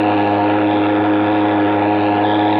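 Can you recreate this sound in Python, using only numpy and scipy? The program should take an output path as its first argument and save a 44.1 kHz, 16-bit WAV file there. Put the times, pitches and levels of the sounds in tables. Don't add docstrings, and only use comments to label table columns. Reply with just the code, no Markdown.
import sys
import numpy as np
from scipy import signal
from scipy.io import wavfile
from scipy.ndimage import uniform_filter1d, map_coordinates

SR = 44100
rng = np.random.default_rng(int(sys.argv[2]) if len(sys.argv) > 2 else 0)


def persist_wave(psi):
    counts = np.round(np.clip(psi, -1, 1) * 32767).astype(np.int16)
    wavfile.write(sys.argv[1], SR, np.atleast_2d(counts).T)


def natural_amplitude(level_db):
    exponent = np.asarray(level_db, float) / 20
    return 10 ** exponent


N = 114219


def level(x, db):
    return x * natural_amplitude(db) / np.sqrt(np.mean(x ** 2))


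def band(x, hz, width_hz):
    return signal.lfilter(*signal.iirpeak(hz, hz / width_hz, fs=SR), x)


def lowpass(x, hz, order):
    run_in = 400
    x = np.concatenate([x[..., run_in:0:-1], x], -1)
    return signal.sosfilt(signal.butter(order, hz, fs=SR, output="sos"), x)[..., run_in:]


def walk(rate_hz):
    hold = int(SR / rate_hz)
    steps = np.repeat(rng.standard_normal(N // 100), hold)[:N + hold]
    return 1.3 * uniform_filter1d(uniform_filter1d(steps, hold), hold)[:N]


def control(index):
    # start_s, firing_rate_hz, bang_db, puff_facing_db, ground_lag_ms
    run = [(0, 104, -0.5, 1, .61), (0.199, 103.2, 1.5, 4.5, 0.6), (.4, 102.9, 2, 3, 0.56),
           (0.599, 103.3, -2, -4.5, .65), (0.721, 103.3, -0.5, 0, .69), (.85, 103.1, -2.5, 4.5, 0.67),
           (0.949, 103, -2, -1.5, 0.7), (1.148, 103.5, -4, 0, 0.72), (1.352, 103.9, -0.5, 1, .69),
           (1.52, 103.9, 1.5, -2, .69), (1.642, 102.4, -2.5, 0, 0.74), (1.851, 103.0, 1, -3, .62),
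           (2.049, 103.7, 1, 6.5, 0.59), (2.202, 103.3, 2.5, 1, 0.54), (2.26, 105, 3.5, 4.5, .73),
           (2.451, 103.7, 2.5, 6.5, .7), (2.59, 105.2, 5.5, 6, 0.63)]
    return np.interp(np.arange(N) / SR, np.array(run)[:, 0], np.array(run)[:, index])


def firings():
    period_scatter, rate_wander, turns_per_size = 0.005, 0.003, -0.0054
    size_scatter_db, size_memory = 3.0, 0.16
    chance = rng.standard_normal((400, 4))
    even = np.cumsum(control(index=1) * (1 + rate_wander * walk(12))) / SR + 0.8
    slip = signal.lfilter([1], [1, -0.8], period_scatter * chance[:, 0] + turns_per_size * chance[:, 1])
    size_db = size_scatter_db * signal.lfilter([1], [1, -size_memory], chance[:, 1])
    return even + np.interp(even, np.arange(len(slip)), slip), size_db, chance


def roar():
    # centre_hz, level_db (per Hz)
    roar_spectrum = [(25, -47.5), (92, -32.5), (165, -25), (265, -11.5), (370, -14.5), (600, -7),
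                     (1100, -18.5), (3000, -30.5)]
    roar_db, flicker_db = -24.5, 2.5
    centre_hz, spectrum_db = np.transpose(roar_spectrum)
    out = 0
    for hz in 28 * 2 ** np.arange(0, 6.8, 1 / 3):
        db = np.interp(np.log(hz), np.log(centre_hz), spectrum_db)
        noise = band(band(rng.standard_normal(N), hz, hz / 3), hz, hz / 3)
        out = out + natural_amplitude(db + flicker_db * walk(11)) * noise
    return level(out, roar_db)


def yard_wash(jet):
    t60_s, wash_db, first_return_s = 0.15, -15, 0.012
    t = np.arange(SR // 2) / SR
    tail = rng.standard_normal(len(t)) * natural_amplitude(-60 * t / t60_s) * (t > first_return_s)
    return signal.fftconvolve(jet, level(tail, wash_db) / np.sqrt(len(t)))[:N]


def ground_echo(jet):
    echo_db, band_hz = -2, [1900, 5500]
    late = np.arange(N) - control(index=4) * SR / 1000
    sos = signal.butter(1, band_hz, "band", fs=SR, output="sos")
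    return -natural_amplitude(echo_db) * map_coordinates(signal.sosfiltfilt(sos, jet), [late], mode="mirror")


def column(turns, size_db):
    # multiple (of firing rate), level_db
    multiples = [(1, -12), (2, -13.5), (3, 0.5), (4, -8.5), (5, -7.5), (6, -31), (7, -6.5), (8, -8),
                 (9, -10), (10, -24)]
    follows_firing = [.3, .15, -.5, -.2, -.1, .3, 1, 1, .8, .5]
    ring_turns = [(3.5, 2.8), (6.5, 1.4)]
    column_db, wobble_db = -15, 0.63
    lead_rad, own_slip_rad = -0.5, 0.07
    mouth_slip_turns, mouth_above = 0.0072, 5.5
    strength_db = np.interp(turns, np.arange(len(size_db)), size_db) + control(index=2)
    slip = mouth_slip_turns * walk(60)
    out = 0
    for (k, db), follows in zip(multiples, follows_firing):
        lead = lead_rad + sum(rad for above, rad in ring_turns if k > above)
        gain = natural_amplitude(db + follows * strength_db + wobble_db * np.sqrt(k) * walk(30))
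        own_slip = own_slip_rad * np.sqrt(k) * walk(30)
        phase = 2 * np.pi * k * (turns + slip * (k > mouth_above)) + lead + own_slip
        out = out + gain * np.cos(phase)
    return level(out, column_db)


def puff_gate(turns, at_turns):
    rise_turns, fall_turns = 0.056, 0.17
    p = (turns - at_turns) % 1
    return (1 - np.exp(-p / rise_turns)) ** 2 * np.exp(-p / fall_turns)


def puffs(turns, size_db, chance):
    # centre_hz, width_hz, level_db, bang_share (dB per dB of bang)
    gas_rings = [(619, 110, 1.5, 1.4), (903, 83, 0.5, 1.5), (1382, 220, 2, -1.6), (1694, 60, -1.5, 0.4),
                 (1985, 150, -10, 1.6), (2398, 340, -6.5, -0.3), (2696, 290, -5.5, -1.33),
                 (3406, 790, -8.5, 0.77), (4410, 630, -20, -1.8), (7540, 6000, -9, 0.4)]
    first_at_turns, second_at_turns, second_db = 0.04, 0.5, -14
    puff_db, rest_db, scatter_db = -26.5, -10.5, 1.5
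    facing_hz, facing_width_hz = 3460, 620
    low_lead_turns, low_below_hz = 0.16, 1000
    cycle = np.floor(turns - first_at_turns + 0.01).astype(int) % len(size_db)
    first = puff_gate(turns, first_at_turns) * natural_amplitude(scatter_db * chance[cycle, 3] + 0.2 * size_db[cycle])
    second = natural_amplitude(second_db) * puff_gate(turns, second_at_turns)
    gate = level(first + second, 0) + natural_amplitude(rest_db)
    facing_db, bang_db = control(index=3), control(index=2)
    lead = int(low_lead_turns * N / turns[-1])
    gas = 0
    for hz, width_hz, db, bang_share in gas_rings:
        ring_gate = np.roll(gate, -lead * (hz < low_below_hz))
        noise = ring_gate * rng.standard_normal(N)
        ring = level(band(band(noise, hz, 2 * width_hz), hz, width_hz), 0)
        facing = facing_db * np.exp(-((hz - facing_hz) / facing_width_hz) ** 2)
        gas = gas + natural_amplitude(db + facing + bang_share * bang_db + 1.3 * walk(8.96)) * ring
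    return level(gas, puff_db)


def bangs(turns, size_db, chance):
    # centre_hz, width_hz, level_db
    mouth_rings = [(1692, 60, 1), (1496, 140, -8.5), (3520, 160, -5.5)]
    bang_db, jitter_s, at_turns = -35.5, 0.00017, 0.12
    count = int(turns[-1])
    at = np.interp(np.arange(1, count) + at_turns, turns, np.arange(N))
    at = np.clip(at + jitter_s * SR * chance[1:count, 2], 0, N - 2)
    whole = at.astype(int)
    size = natural_amplitude(size_db[1:count])
    pulses = np.zeros(N)
    pulses[whole] = size * (1 - at + whole)
    pulses[whole + 1] = size * (at - whole)
    rings = 0
    for hz, width_hz, db in mouth_rings:
        rings = rings + natural_amplitude(db) * band(band(pulses, hz, 3 * width_hz), hz, width_hz) / width_hz
    return level(rings, bang_db) * natural_amplitude(control(index=2))


def scene():
    turns, size_db, chance = firings()
    jet = bangs(turns, size_db, chance) + puffs(turns, size_db, chance)
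    return (jet + ground_echo(jet) + yard_wash(jet) + column(turns, size_db) + roar())[None]


def top_cut(x):
    return signal.sosfilt(signal.butter(12, 14255, fs=SR, output="sos"), x)


def record(dry):
    leveller_s, leveller_share, drive = 0.0088, 0.51, 0.69
    top_hz, leak_hz, leak_db = 3850, 5100, -39.5
    hiss_hz, hiss_db = 11000, -81.5
    power = uniform_filter1d(dry ** 2, int(leveller_s * SR))
    x = dry * (power / power.mean() + 0.01) ** (-leveller_share / 2)
    x = np.tanh(drive * x) / drive
    hiss = natural_amplitude(hiss_db + 1.6 * walk(100)) * lowpass(rng.standard_normal(N), hiss_hz, order=1)
    leak = natural_amplitude(leak_db) * lowpass(x, leak_hz, order=2)
    return top_cut(lowpass(x, top_hz, order=6) + leak + hiss)


dry = scene()
out = record(dry)
persist_wave(out)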